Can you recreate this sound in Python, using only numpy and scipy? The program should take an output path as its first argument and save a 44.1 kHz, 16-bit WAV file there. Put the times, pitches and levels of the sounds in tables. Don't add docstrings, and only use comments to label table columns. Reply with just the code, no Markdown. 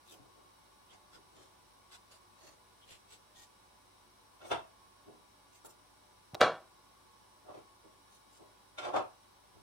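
import sys
import numpy as np
from scipy import signal
from scipy.fft import rfft, irfft, next_fast_len
from scipy.io import wavfile

SR = 44100
rng = np.random.default_rng(int(sys.argv[2]) if len(sys.argv) > 2 else 0)


def wav_out(sig):
    wavfile.write(sys.argv[1], SR, np.round(np.clip(np.atleast_2d(sig).T, -1, 1) * 32767).astype(np.int16))


N = 424241
TOP_HZ = 15800
EVENT_TIME_S = np.arange(-int(.1 * SR), int(.33 * SR)) / SR

# freq_hz, density_db
AIR_SPECTRUM = [(15, -27.5), (28, -18), (50, -14), (70, -10.5), (95, -1.5), (150, -6.5), (220, -10.5),
                (400, -7.5), (650, -9), (1050, -9), (1700, -14.5), (3200, -16.5), (4200, -17.5),
                (7100, -20.5), (9500, -23), (11500, -28), (15500, -31)]
CELL_SPECTRUM = [(100, -3), (400, -4), (900, -5), (2200, -2.5), (3400, -1), (4600, -3.5), (7500, -3),
                 (11000, -11), (15500, -20)]
WOOD_SPECTRUM = [(50, -28.5), (125, -13), (190, -23.5), (340, -2), (460, -7.5), (640, 0.5), (950, -1),
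                 (1250, -1.5), (1900, -17.5), (3300, -7.5), (4700, -30.5), (8500, -13.5), (12000, -13),
                 (16000, -54)]
HOLLOW_SPECTRUM = [(120, -20), (220, -16), (330, -3), (420, -5), (560, -13), (1100, -28)]
STEEL_SPECTRUM = [(500, -37), (1400, 2), (2000, 3.5), (3600, 1.5), (4900, -6), (5800, 0.5), (7200, -16.5),
                  (9000, -3), (12000, -34), (16000, -31.5)]
CRACKLE_SPECTRUM = [(40, -21), (200, -3), (700, 9.5), (1500, -9), (4000, -8.5), (8000, -18), (16000, -19)]
KNOCK_SPECTRUM = [(50, -32.5), (125, -13), (190, -12.5), (300, -9), (400, -11), (560, 7), (720, -3.5),
                  (980, -4.5), (1350, -2.5), (1550, -5), (1950, -12.5), (3800, -14), (5200, -24.5),
                  (8500, -33), (11500, -45.5), (16000, -52)]
# freq_hz, correlation
AIR_CORRELATION = [(60, 0.68), (150, 0.29), (380, 0.09), (950, 0.075), (2380, 0.036), (5980, 0.045),
                   (15000, 0.03)]
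ROOM_CORRELATION = [(60, 0.56), (200, -0.12), (1000, 0.012), (8000, 0.024)]
NEAR_CORRELATION = [(700, 1), (1300, .999), (2400, .93), (4400, 0.81), (8000, 0.52), (15000, 0.589)]
# freq_hz, relative_db, base_t60_s
BOARD_MODES = [(127.3, -14.5, 0.27), (331.2, -9.5, 0.39), (367, -8.5, 0.34), (400.4, -1, 0.29),
               (533, -1, 0.28), (547, -2.5, 0.254), (619, 2, 0.21), (653.4, -7, 0.39), (737, 6, 0.3),
               (835, -1, 0.26), (915, -17.5, 0.18), (997, -19, 0.46), (1134, -9.5, 0.41),
               (1153, -2.5, 0.32), (1361, 0, 0.22), (1554, -3.5, 0.19)]
BLADE_MODES = [(1335, -11, 0.18), (1396, 1, 0.21), (2213, -4, 0.1), (2370, -9, .17), (2600, -7, .13),
               (2880, -18, 0.18), (3200, -10, 0.13), (3500, -6, .06), (3590, -1, 0.071), (3950, -12, .11),
               (6020, -23, .06), (6050, -9, .07), (7370, -27, .1), (8470, -20, 0.09)]
# freq_hz, base_t60_s
RING_DECAY = [(100, .36), (400, 0.3), (1000, 0.34), (3000, 0.29), (7000, 0.26), (12000, .16)]
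# centre_hz, width_hz, lift_db
FAN_RESONANCES = [(356, 17, 6), (601.4, 9.42, 12), (864, 55, 12), (987, 24, 10), (1034, 31, 7),
                  (1069, 33, 5), (1158, 25, 6), (1470, 6.1, 0), (2290, 190, 1), (3852, 110, 7),
                  (4997, 77, 5), (5620, 440, 4.5), (7040, 1200, -4.5), (7780, 200, 6), (9600, 1000, 8),
                  (10900, 50.3, 6), (15100, 4400, 4.5)]
# time_s, relative_db
WHINE_ENVELOPE = [(0.0, -2.5), (2.2, -0.5), (3.6, -12.5), (4.8, 3), (6.2, -20), (6.6, -3.0), (7.6, 1),
                  (8.6, -3.5), (9.6, -8.0)]
# pitch_hz, rms_db
HUM_TONES = [(50, -80.5), (100, -79.5)]
# peak_s, level_db, sigma_s, tilt_db_per_octave
STALK_CRACKS = [(0.115, -58.5, 0.031, 4), (0.936, -60.5, 0.019, -5.5), (1.15, -57, 0.019, -3.5),
                (1.411, -62.5, 0.042, -3), (1.939, -53.5, 0.019, -1.5), (2.132, -59, .023, -0.5),
                (2.459, -59, .046, -1.5), (2.923, -54.5, 0.029, -1.5), (3.129, -56, .024, -0.5),
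                (3.407, -56.5, 0.028, 1), (4.487, -59.5, 0.025, 7), (5.561, -62.5, 0.018, 1),
                (5.658, -51.5, 0.0069, 7.5), (5.703, -58.5, 0.0091, 8.5), (8.148, -65, 0.029, 4.5),
                (8.353, -65, .024, 1)]
# peak_s, level_db, pitch_hz
BLADE_SQUEAKS = [(0.102, -60.5, 3640), (0.136, -63, 3150), (0.912, -64, 3270), (2.835, -64, 3230),
                 (2.905, -66, 3320), (3.369, -64.5, 3450)]
# peak_s, level_db, rise_s, cutoff_hz
BOARD_BUMPS = [(0.129, -60.5, .018, 394), (0.200, -60.5, .007, 150), (0.258, -66, .007, 280),
               (0.385, -65, 0.025, 450), (0.935, -67, .015, 520), (1.170, -64, .016, 280),
               (1.389, -62, .034, 317), (2.456, -62, 0.025, 300), (4.519, -45, 0.0064, 230),
               (5.087, -54.5, 0.015, 300), (5.648, -53, .0012, 1400), (6.351, -50, 0.012, 850),
               (7.855, -59, 0.01, 444), (8.411, -56, 0.0097, 420), (9.568, -61.5, 0.016, 128)]
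# peak_s, level_db, rise_s, cutoff_hz, clatter_db
KNIFE_CONTACTS = [(4.420, -57, .011, 1500, -5), (4.458, -50, 0.02, 517, -8),
                  (4.517, -30.5, 0.0061, 3000, -9.5), (7.501, -48, .021, 700, -22),
                  (7.547, -51, 0.0087, 646, -14), (7.579, -53.5, 0.0098, 420, -12.5),
                  (8.786, -44.5, 0.0038, 1800, -0.5), (8.853, -41, 0.023, 1600, -6.5),
                  (8.888, -38.5, 0.029, 810, -16), (8.944, -31.5, 0.0072, 1110, -19.5),
                  (8.965, -27.5, 0.0067, 1190, -16)]
# start_s, touch_db, full_contact_db, pitch_hz
DEAD_TAPS = [(6.3459, -28, -27.5, 680), (6.4091, -22.5, -11, 1357)]


def from_db(db):
    return 10 ** (np.asarray(db) / 20)


def unit_rms(x):
    return x / np.sqrt(np.mean(x ** 2) + 1e-30)


def bins_hz(size):
    return np.arange(size // 2 + 1) * SR / size


def at_hz(points, hz):
    freqs, values = np.transpose(points)
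    return np.interp(np.log(np.maximum(hz, 1)), np.log(freqs), values)


def add(out, sound, start_s):
    start = int(round(start_s * SR))
    first, last = max(start, 0), min(start + sound.shape[-1], N)
    out[:, first:last] += sound[..., first - start:last - start]


def decay(t, t60_s):
    return np.exp(-np.log(1000) * np.maximum(t, 0) / t60_s)


def attack(rise_s):
    return np.exp(np.minimum(EVENT_TIME_S, 0) / rise_s)


def white_spectra(size):
    return rfft(rng.standard_normal((2, size)))


def stereo(pair, correlation):
    mid, side = np.sqrt(1 + correlation) * pair[0], np.sqrt(1 - correlation) * pair[1]
    return np.array([mid + side, mid - side])


def ripple(hz, depth_db, spacing_hz):
    steps = rng.standard_normal(4000)
    return from_db(depth_db * np.interp(hz / spacing_hz, np.arange(len(steps)), steps))


def resonance(hz, centre_hz, width_hz):
    return 1 / (1 + (2 * (hz - centre_hz) / width_hz) ** 2)


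def fan(rms_db=-63.5):
    size = next_fast_len(N, True)
    hz = bins_hz(size)
    lift_db = sum(db * resonance(hz, centre_hz, width_hz) for centre_hz, width_hz, db in FAN_RESONANCES)
    air = stereo(white_spectra(size), at_hz(AIR_CORRELATION, hz))
    air *= ripple(hz, depth_db=3.5, spacing_hz=22.045) * from_db(at_hz(AIR_SPECTRUM, hz) + lift_db)
    return from_db(rms_db) * unit_rms(irfft(air, size)[:, :N])


def whine(pitch_hz=1096, width_hz=8, rms_db=-75):
    size = next_fast_len(N, True)
    tone = irfft(white_spectra(size) * resonance(bins_hz(size), pitch_hz, width_hz), size)[:, :N]
    swell = from_db(np.interp(np.arange(N) / SR, *np.transpose(WHINE_ENVELOPE)))
    return from_db(rms_db) * unit_rms(tone * swell)


def hum():
    t = np.arange(N) / SR
    return sum(np.sqrt(2) * from_db(db) * np.sin(2 * np.pi * (hz * t + rng.random()))
               for hz, db in HUM_TONES)


def cracks(cells_per_s=900, spread_db=3.5, room_t60_s=0.073):
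    out, size = np.zeros((2, N)), len(EVENT_TIME_S)
    hz = bins_hz(size)
    energy_feedback = decay(1 / SR, room_t60_s) ** 2
    octaves = np.log2(np.maximum(hz, 1500) / 1500)
    for peak_s, level_db, sigma_s, tilt_db_per_octave in STALK_CRACKS:
        strain = np.exp(-.5 * (EVENT_TIME_S / sigma_s) ** 2)
        bursts = rng.random(size) < cells_per_s / SR
        pops = strain * bursts * from_db(spread_db * np.minimum(rng.exponential(1, size), 3))
        energy = signal.lfilter([1], [1, -energy_feedback], pops ** 2 + 1e-18)
        spectrum = rfft(np.sqrt(energy) * rng.standard_normal((2, size)))
        spectrum *= from_db(at_hz(CELL_SPECTRUM, hz) + tilt_db_per_octave * octaves)
        spectrum *= ripple(hz, depth_db=5.5, spacing_hz=208)
        crunch = unit_rms(irfft(spectrum, size)) * np.sqrt(np.mean(strain ** 2))
        add(out, from_db(level_db) * crunch, peak_s + EVENT_TIME_S[0] - room_t60_s / 20)
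    return out


def squeaks(sigma_s=0.014, width_hz=560):
    out, size = np.zeros((2, N)), len(EVENT_TIME_S)
    envelope = np.exp(-.5 * (EVENT_TIME_S / sigma_s) ** 2)
    for peak_s, level_db, pitch_hz in BLADE_SQUEAKS:
        tone = unit_rms(irfft(white_spectra(size) * resonance(bins_hz(size), pitch_hz, width_hz), size))
        add(out, from_db(level_db) * tone * envelope, peak_s + EVENT_TIME_S[0])
    return out


def softness(hz, cutoff_hz):
    return 1 / np.sqrt(1 + (hz / cutoff_hz) ** 4)


def dense_ring(spectrum, correlation, cutoff_hz, t60_scale):
    edges_hz = 45 * 2 ** (np.arange(27) / 3)
    centres_hz = np.sqrt(edges_hz[1:] * edges_hz[:-1])
    gains = from_db(at_hz(spectrum, centres_hz)) * softness(centres_hz, cutoff_hz) * np.sqrt(centres_hz)
    gains /= np.linalg.norm(gains)
    size = next_fast_len(len(EVENT_TIME_S), True)
    hz = bins_hz(size)
    noise = stereo(white_spectra(size), at_hz(correlation, hz))
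    noise *= ripple(hz, depth_db=5.5, spacing_hz=59.9)
    out, ringing = 0, EVENT_TIME_S > 0
    for low_hz, high_hz, centre_hz, gain in zip(edges_hz, edges_hz[1:], centres_hz, gains):
        envelope = decay(EVENT_TIME_S, t60_scale * at_hz(RING_DECAY, centre_hz))
        band = irfft(noise * ((hz >= low_hz) & (hz < high_hz)), size)[:, :len(envelope)] * envelope
        out += gain * band * np.sqrt(np.mean(envelope[ringing] ** 2) / np.mean(band[:, ringing] ** 2))
    return out


def clear_ring(modes, cutoff_hz, t60_scale, scatter_db=2.5, channels=2):
    hz, db, t60_s = np.transpose(modes)[:, :, None]
    gains = from_db(db + scatter_db * rng.standard_normal(db.shape)) * softness(hz, cutoff_hz)
    phases = rng.uniform(0, 2 * np.pi, (channels, len(hz), 1))
    rings = gains * np.sin(2 * np.pi * hz * EVENT_TIME_S + phases) * decay(EVENT_TIME_S, t60_scale * t60_s)
    return np.sqrt(2) * rings.sum(axis=1) / np.linalg.norm(gains)


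def wood_blow(cutoff_hz, t60_scale, modes_db=-2.5):
    dense = dense_ring(WOOD_SPECTRUM, ROOM_CORRELATION, cutoff_hz, t60_scale)
    return dense + from_db(modes_db) * clear_ring(BOARD_MODES, cutoff_hz, t60_scale)


def bumps(board_db=-2.0, hollow_db=-2.5):
    out = np.zeros((2, N))
    for peak_s, level_db, rise_s, cutoff_hz in BOARD_BUMPS:
        board = wood_blow(cutoff_hz, t60_scale=.85 + 38 * rise_s)
        hollow = dense_ring(HOLLOW_SPECTRUM, ROOM_CORRELATION, cutoff_hz, t60_scale=0.72)
        bump = from_db(board_db) * board + from_db(hollow_db) * hollow
        add(out, from_db(level_db) * bump * attack(rise_s), peak_s + EVENT_TIME_S[0])
    return out


def knife(rattle_db=-1.0, ring_db=6.0, t60_scale=0.83):
    out = np.zeros((2, N))
    for peak_s, level_db, rise_s, cutoff_hz, clatter_db in KNIFE_CONTACTS:
        rattle = from_db(rattle_db) * dense_ring(STEEL_SPECTRUM, ROOM_CORRELATION, TOP_HZ, t60_scale=0.82)
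        ring = from_db(ring_db + .6 * clatter_db) * clear_ring(BLADE_MODES, TOP_HZ, t60_scale)
        strike = wood_blow(cutoff_hz, t60_scale) + from_db(clatter_db) * (rattle + ring)
        add(out, from_db(level_db) * strike * attack(rise_s), peak_s + EVENT_TIME_S[0])
    return out


def dead_contact(pitch_hz, t60_s=.014, cutoff_hz=6500, crackle_db=-7, low_hz=70.1):
    t = EVENT_TIME_S[EVENT_TIME_S >= 0]
    colour = from_db(at_hz(CRACKLE_SPECTRUM, bins_hz(len(t))))
    crackle = unit_rms(irfft(rfft(rng.standard_normal(len(t))) * colour, len(t)))
    tap = (np.cos(2 * np.pi * pitch_hz * t) + from_db(crackle_db) * crackle) * decay(t, t60_s)
    band = signal.butter(2, [low_hz, cutoff_hz], "band", fs=SR, output="sos")
    return signal.sosfilt(band, tap + 1e-18)


def taps(push_s=6.3345, push_db=-38, seat_delay_s=0.0051, overtone_hz=3850, overtone_db=-8.5):
    out = np.zeros((2, N))
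    push = dead_contact(pitch_hz=120, t60_s=0.051, cutoff_hz=270, crackle_db=-16)
    add(out, from_db(push_db) * push, push_s)
    for start_s, touch_db, full_contact_db, pitch_hz in DEAD_TAPS:
        touch = dead_contact(pitch_hz, t60_s=.012, cutoff_hz=16000, crackle_db=-2)
        add(out, from_db(touch_db) * touch, start_s)
        full_contact = dead_contact(pitch_hz) + from_db(overtone_db) * dead_contact(overtone_hz)
        add(out, from_db(full_contact_db) * full_contact, start_s + seat_delay_s)
    return out


def knock(peak_s=6.4135, rise_s=.0038, dense_db=-19.5, modes_db=-22.5, t60_scale=0.93):
    out = np.zeros((2, N))
    dense = from_db(dense_db) * dense_ring(KNOCK_SPECTRUM, NEAR_CORRELATION, TOP_HZ, t60_scale)
    modes = from_db(modes_db) * clear_ring(BOARD_MODES, TOP_HZ, t60_scale, scatter_db=1.2, channels=1)
    add(out, (dense + modes) * attack(rise_s), peak_s + EVENT_TIME_S[0])
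    return out


def scene():
    return fan() + whine() + hum() + cracks() + squeaks() + bumps() + knife() + taps() + knock()


def record(dry):
    return signal.sosfilt(signal.ellip(10, .1, 70, TOP_HZ, fs=SR, output="sos"), dry)


dry = scene()
out = record(dry)
wav_out(out)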